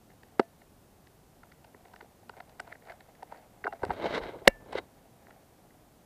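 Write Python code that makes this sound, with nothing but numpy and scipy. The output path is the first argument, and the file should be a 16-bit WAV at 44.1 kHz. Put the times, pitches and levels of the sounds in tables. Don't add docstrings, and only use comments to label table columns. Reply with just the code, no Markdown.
import sys
import numpy as np
from scipy import signal
from scipy.fft import rfft, irfft, next_fast_len
from scipy.io import wavfile
from scipy.ndimage import uniform_filter1d

SR = 44100
rng = np.random.default_rng(int(sys.argv[2]) if len(sys.argv) > 2 else 0)


def dump_mix(stems):
    frames = np.atleast_2d(stems).T
    limited = np.clip(frames, -1, 1)
    pcm = np.round(limited * 32767).astype(np.int16)
    wavfile.write(sys.argv[1], SR, pcm)


N = 267102


def from_db(db):
    return 10 ** (np.asarray(db) / 20)


def rms_one(x):
    return x / np.sqrt(np.mean(x ** 2) + 1e-20)


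def in_time(spans):
    gains = np.zeros((len(spans[0][0]) - 1, N))
    for rows in spans:
        s, *columns_db = np.transpose(rows)
        running = np.arange(int(s[0] * SR), min(int(s[-1] * SR), N))
        span_gains = [from_db(np.interp(running / SR, s, db)) for db in columns_db]
        gains[:, running] = np.maximum(gains[:, running], span_gains)
    return uniform_filter1d(gains, size=200, axis=1)


def follow(gain, at_db, level_db, slope):
    return from_db(level_db) * abs(gain / from_db(at_db)) ** slope


def colour(x, spectrum):
    size = next_fast_len(N)
    hz, db = np.transpose(spectrum)
    bins_hz = np.maximum(np.arange(size // 2 + 1) * SR / size, 1)
    gain = from_db(np.interp(np.log(bins_hz), np.log(hz), db))
    return rms_one(irfft(rfft(x, size) * gain, size)[:N])


def drift(rate_hz):
    r = np.exp(-2 * np.pi * rate_hz / SR)
    noise = rng.standard_normal(N + SR)
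    return rms_one(signal.lfilter([1], [1, -2 * r, r * r], noise)[SR:])


def grains(per_s, spread_db):
    sizes = from_db(spread_db * np.minimum(rng.exponential(1, N), 5)) * rng.choice([-1, 1], N)
    return sizes * (rng.random(N) < per_s / SR)


def ring(at_s, strengths, hz, t60_s, rise_cycles):
    clicks = np.full(N, 1e-18)
    np.add.at(clicks, np.round(at_s * SR).astype(int), strengths)
    w = 2 * np.pi * hz / SR
    decay = from_db(-60 / (t60_s * SR))
    swell = np.exp(-hz / (rise_cycles * SR))
    mode = [0, np.sin(w), 0, 1, -2 * decay * np.cos(w), decay ** 2]
    contact = [1 - swell, 0, swell - 1, 1, -2 * swell * np.cos(w), swell ** 2]
    return signal.sosfilt([mode, contact], clicks)


def strike(at_s, levels_db, families, spread_db, rise_cycles, sides=(-1, 1)):
    side = rng.choice(sides, size=len(at_s))
    out = np.zeros(N)
    for family, level_db in zip(families, levels_db):
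        for hz, mode_db, t60_s in family:
            side = -side
            chance_db = spread_db * rng.standard_normal(len(at_s))
            strengths = side * from_db(level_db + mode_db + chance_db)
            out += ring(at_s, strengths, hz, t60_s, rise_cycles)
    return out


# frequency in Hz, relative density in dB per Hz.
AIR_SPECTRUM = [(15, -22), (30, -4.5), (130, -3.5), (230, -5), (500, -10.5), (750, -12), (1100, -18),
                (2200, -25.5), (5000, -28.5), (15000, -28.5)]
AIR_DB = -60


def air():
    return from_db(AIR_DB) * colour(rng.standard_normal(N), AIR_SPECTRUM)


# time in seconds, level in dB.
RUSTLE_SPANS = [
    [(0, -79), (.35, -66.5), (.7, -83), (1.3, -73), (2.0, -62.5), (2.25, -72.5), (2.35, -58.5), (2.45, -66),
     (2.6, -60.5), (2.7, -53), (2.8, -73), (2.9, -51), (2.97, -64.5), (3.2, -66), (3.33, -55), (3.45, -65),
     (3.6, -65), (3.8, -59.5), (3.94, -47)],
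    [(4.43, -63), (4.47, -50), (4.61, -65)],
    [(4.85, -64.5), (5.1, -68.5), (5.3, -62.5), (5.75, -69), (6.06, -82)],
]
# frequency in Hz, relative density in dB per Hz.
RUSTLE_DULL_SPECTRUM = [(200, -20.5), (450, -5.5), (750, 3), (1000, -10.5), (1400, -38)]
# frequency in Hz, relative density in dB per Hz.
RUSTLE_SCUFF_SPECTRUM = [(900, -14), (1300, -1), (2150, 0), (2700, -12), (4000, -18.5), (7000, -37)]
SCUFF_DB, SCUFF_DB_PER_DB = -76, 1.35


def rustle():
    dull, = in_time(RUSTLE_SPANS)
    scuff = follow(dull, -65, SCUFF_DB, SCUFF_DB_PER_DB)
    slips = from_db(3.5 * drift(rate_hz=25.0)) * grains(per_s=1500, spread_db=0.5)
    return dull * colour(slips, RUSTLE_DULL_SPECTRUM) + scuff * colour(slips, RUSTLE_SCUFF_SPECTRUM)


# start in seconds, padded body level before pitch loss in dB,
# struck pitch in Hz, metal level in dB, softness as loss in the tick modes in dB.
KNOCK_EVENTS = [(0.1014, -70, 680, -52.5, 24), (0.1164, -64, 815, -57, 16), (0.2326, -55.5, 710, -45, 19),
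                (0.2853, -62, 1290, -51.5, 22), (0.4104, -41, 606, -63, 10), (0.4284, -56, 710, -54.0, 12),
                (0.6163, -54.5, 790, -49, 24), (1.069, -65, 580, -54, 12), (1.4331, -51.5, 1090, -44, 26),
                (1.5176, -55, 1080, -47, 15.5), (1.6439, -51, 920, -51, 11.0),
                (1.7453, -45.5, 634, -42.5, 34), (1.8524, -46, 615, -48.5, 20), (1.8828, -59, 550, -56, 14),
                (1.936, -45, 970, -52, 12), (1.9604, -52, 1060, -50.5, 11), (2.0073, -46, 1110, -38.5, 24),
                (2.0236, -49, 580, -54.0, 18), (2.294, -37, 960, -41.5, 13), (2.3358, -54, 1220, -68, 11),
                (2.367, -55, 810, -49, 14), (2.3764, -49.5, 750, -64, 16), (2.4019, -41.5, 900, -36, 23),
                (2.493, -57, 1050, -54.5, 8.5), (2.5967, -34.5, 1200, -26.5, 24),
                (2.6, -39, 670, -51.5, -1), (2.6724, -45, 950, -52, 16.5), (2.7174, -49, 814, -40, 27),
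                (2.7233, -53, 1280, -31.5, 32), (2.753, -55, 550, -45.5, 28), (2.821, -55, 610, -47, 26),
                (2.8515, -63, 1060, -54.0, 17), (2.8717, -46.5, 590, -41, 22), (2.885, -50, 970, -44.5, 25),
                (2.8968, -55, 920, -32, 29), (2.9192, -48.5, 1280, -46.5, 15), (3.005, -56, 750, -45.0, 18),
                (3.1512, -71, 890, -51, 18.0), (3.2241, -42.5, 820, -43.0, 28),
                (3.2284, -41.5, 690, -58, 3), (3.3212, -35, 750, -52.0, 14.5),
                (3.3441, -46.5, 715, -49, 22), (3.3717, -58, 790, -53, 15), (3.64, -34, 1230, -30, 37),
                (3.6445, -38, 554, -35, 19.5), (3.6526, -27.5, 594, -40, 23),
                (3.6666, -23.5, 1430, -31, 35), (3.6737, -25.5, 800, -41, 15),
                (3.7246, -36.5, 890, -38, 25), (3.7304, -39, 750, -55, 9), (3.818, -41.5, 750, -59.0, 10),
                (3.8322, -19.5, 610, -38, 16), (3.8375, -24, 670, -48, 13), (3.8496, -34.5, 610, -38.5, 10),
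                (3.8642, -36, 567, -65, 10), (3.895, -32, 580, -46.0, 18.5), (3.904, -21.5, 945, -27, 27),
                (3.9116, -31, 655, -37, 18), (3.92, -45, 460, -63, 1), (4.2134, -38, 610, -52, 19),
                (4.2351, -33, 630, -34.5, 19), (4.2554, -37, 476, -56, 9.0), (4.724, -38, 540, -57, 7.0),
                (4.7277, -36, 710, -36.5, 13.5), (4.751, -28, 476, -41, 16), (4.783, -37, 624, -37, 14),
                (5.2674, -53.5, 980, -52, 19), (5.3047, -51, 1130, -46, 20), (5.7062, -66, 680, -49.5, 26)]
# frequency in Hz, relative level in dB, t60 in seconds.
CLANK_MODES = [(1808, -2, 0.0047), (2149, -9, 0.0051)]
THUD_MODES = [(285, 3.5, 0.01), (408, 5.5, 0.02), (528, 6, 0.011)]
KNOCK_MODES = [(733, 1.5, 0.018), (930, 2, 0.011)]
CLACK_MODES = [(1318, 1.5, 0.0098), (1520, 2.3, 0.014)]
TICK_MODES = [(2726, 7, 0.0042), (3804, 5, 0.0029), (4560, 2, .005)]
GLINT_MODES = [(5410, 4.5, 0.0045), (7900, 2.5, .004), (10100, 1, 0.0033)]
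AWAY_DB_PER_OCTAVE = 15.5
GLINT_SOFTNESS = 1.67


def knocks(bounce_s, bounce_db):
    s, body_db, pitch_hz, metal_db, soft_db = np.transpose(KNOCK_EVENTS)

    def body_family_db(family):
        octaves = np.mean([np.log2(hz / pitch_hz) for hz, *_ in family], axis=0)
        return body_db - AWAY_DB_PER_OCTAVE * abs(octaves)

    thud_db, knock_db, clack_db = map(body_family_db, (THUD_MODES, KNOCK_MODES, CLACK_MODES))
    tick_db = metal_db - soft_db
    glint_db = metal_db - GLINT_SOFTNESS * soft_db
    first_db = [metal_db, thud_db, knock_db, clack_db, tick_db, glint_db]
    bounce_at_s = s + bounce_s * rng.uniform(0.572, 1.576, size=len(s))
    at_s = np.concatenate([s, bounce_at_s])
    both_db = np.hstack([first_db, np.add(first_db, bounce_db)])
    families = CLANK_MODES, THUD_MODES, KNOCK_MODES, CLACK_MODES, TICK_MODES, GLINT_MODES
    return strike(at_s, both_db, families, spread_db=4.0, rise_cycles=1.0)


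# time in seconds, then helmet, clank, tick and glint levels in dB.
SLAP_BURSTS = [
    [(.3948, -16.5, -17, -40.5, -57), (.3972, -17.5, -18, -36, -43.5), (.399, -26.5, -36, -41, -59),
     (.402, -38, -28, -46, -59)],
    [(4.4728, -15, -41, -42, -59.5), (4.4748, -1.5, -25, -25.5, -48), (4.4765, -9.5, -13.5, -8, -33.5),
     (4.4779, -20, 8.5, -16, -27), (4.4806, -27.5, -15, -31, -18.5)],
]
# boom, shell, knock and clack in dB against helmet, spark in dB against clank.
SLAP_PLACES_DB = [(1.5, -4.5, -0.5, -4.5, -48), (-8.5, -5, -8.5, -18.5, -32.5)]
# frequency in Hz, relative level in dB, t60 in seconds.
BOOM_MODES = [(223, 1.5, 0.028), (370, 5, 0.016)]
SHELL_MODES = [(547, 1, 0.03)]
SPARK_MODES = [(13500, 8, .003)]


def slaps():
    families = (CLANK_MODES, BOOM_MODES, SHELL_MODES, KNOCK_MODES,
                CLACK_MODES, TICK_MODES, GLINT_MODES, SPARK_MODES)
    out = np.zeros(N)
    for bursts, (boom, shell, knock, clack, spark) in zip(SLAP_BURSTS, SLAP_PLACES_DB):
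        s, helmet, clank, tick, glint = np.transpose(bursts)
        levels_db = (clank, helmet + boom, helmet + shell, helmet + knock,
                     helmet + clack, tick, glint, clank + spark)
        out += strike(s, levels_db, families, spread_db=1.44, rise_cycles=0.66, sides=(1,))
    return out


# start in seconds, frequency in Hz, level in dB, t60 in seconds.
JOLT_EVENTS = [(0.395, 130, -26, 0.025), (3.828, 85, -28, 0.036), (3.861, 91, -38.5, 0.23),
               (3.89, 184, -30.5, 0.066), (3.901, 55.3, -35, .1), (4.215, 43.5, -37, .12),
               (4.476, 33.5, -21.5, 0.071), (4.49, 39.7, -42.5, 0.4), (4.75, 60, -48, 0.1)]


def jolts():
    return sum(ring(np.array([s]), from_db(db), hz, t60_s, rise_cycles=0.12)
               for s, hz, db, t60_s in JOLT_EVENTS)


# frequency in Hz, t60 in seconds.
CHIME_MODES = [(430, .07), (675, .1), (840, .09), (1760, .44), (2256, .11), (2756, .13), (3854, .11)]
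# start in seconds, frequency of the woken ring in Hz, level in dB.
CHIME_EVENTS = [(.399, 675, -32), (.399, 840, -70), (.399, 1760, -64.5), (3.647, 430, -60),
                (3.674, 430, -44), (3.674, 840, -35), (3.673, 2756, -54), (3.728, 675, -39),
                (4.479, 1760, -45.5), (4.48, 2256, -43), (4.479, 2756, -45.5), (4.786, 3854, -58)]


def chimes():
    s, woken_hz, db = np.transpose(CHIME_EVENTS)
    nearest = np.argmin([abs(np.log(woken_hz / hz)) for hz, _ in CHIME_MODES], axis=0)
    out = np.zeros(N)
    for k, (hz, t60_s) in enumerate(CHIME_MODES):
        out += ring(s, from_db(db) * (nearest == k), hz, t60_s, rise_cycles=2.5)
    return out


# time in seconds, pressure as body level in dB,
# roughness as rasp against body in dB.
RUB_STROKES = [
    [(3.935, -40, -11), (3.951, -48, -7.5), (4.015, -34, -13.5), (4.024, -35, -9.5), (4.038, -32, -13.5),
     (4.064, -30.5, -8), (4.078, -39.5, -6), (4.12, -37.5, -7), (4.15, -34.5, -0.5), (4.166, -34.5, -5.5),
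     (4.184, -35, -3.5), (4.2, -49, -7)],
    [(4.2, -43, -23), (4.22, -47, -1.5), (4.244, -43, -7), (4.29, -43.5, -7.5), (4.328, -47, -11.5),
     (4.372, -44, -23.5), (4.4, -59.5, -1), (4.422, -49, -23), (4.45, -53, -26)],
    [(4.6, -52, -16), (4.638, -58, -17), (4.706, -52, -10.5), (4.72, -47.5, -14), (4.726, -63, 10),
     (4.75, -41, -9.5), (4.779, -39.5, 0.5), (4.785, -34, -2.5), (4.806, -55, -19), (4.86, -60, -9)],
]
# frequency in Hz, relative density in dB per Hz.
RUB_BODY_SPECTRUM = [(88, -46), (150, -13), (445, 1), (682, -1), (744, -7), (901, -5.5), (1200, -17.5),
                     (1560, -41), (2640, -120)]
RUB_RASP_SPECTRUM = [(650, -27.5), (1100, -6.5), (1260, -4.5), (1550, 3.5), (1860, -6.5), (2060, 3.5),
                     (2510, -10.5), (3080, -8), (3220, -7), (3480, -13), (3820, -5.5), (4800, -21.5),
                     (6240, -39), (10600, -120)]
RUB_HISS_SPECTRUM = [(4000, -12), (4800, -13), (6000, -13), (8000, -20), (11000, -25), (14000, -42)]
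HISS_DB, HISS_DB_PER_DB = -58.5, 1.116
RUMBLE_DB, RUMBLE_DB_PER_DB = -55, 0.4


def rub():
    body, roughness = in_time(RUB_STROKES)
    rasp = body * roughness
    hiss = follow(rasp, -40, HISS_DB, HISS_DB_PER_DB)
    rumble = follow(body, -40, RUMBLE_DB, RUMBLE_DB_PER_DB)
    lumps = drift(rate_hz=60.0)
    slips = grains(per_s=2900, spread_db=1.5)

    def lumpy(depth_db, spectrum):
        return rms_one(from_db(depth_db * lumps) * colour(slips, spectrum))

    low_band = signal.butter(2, [50, 200], "band", fs=SR, output="sos")
    low = signal.sosfilt(low_band, rng.standard_normal(N))
    return (body * lumpy(2.2, RUB_BODY_SPECTRUM)
            + rasp * lumpy(0.85, RUB_RASP_SPECTRUM)
            + hiss * lumpy(1.4, RUB_HISS_SPECTRUM)
            + rumble * rms_one(low))


def scene():
    gear = knocks(bounce_s=0.002355, bounce_db=3.5) + slaps() + chimes()
    return (air() + rustle() + gear + jolts() + rub())[None]


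OVERLOAD = 1.0
CUTOFF_HZ = 15600


def record(dry):
    flat = np.clip(dry, -OVERLOAD, OVERLOAD)
    lowpass = signal.cheby2(16, 60, CUTOFF_HZ, fs=SR, output="sos")
    return signal.sosfilt(lowpass, flat)


dry = scene()
out = record(dry)
dump_mix(out)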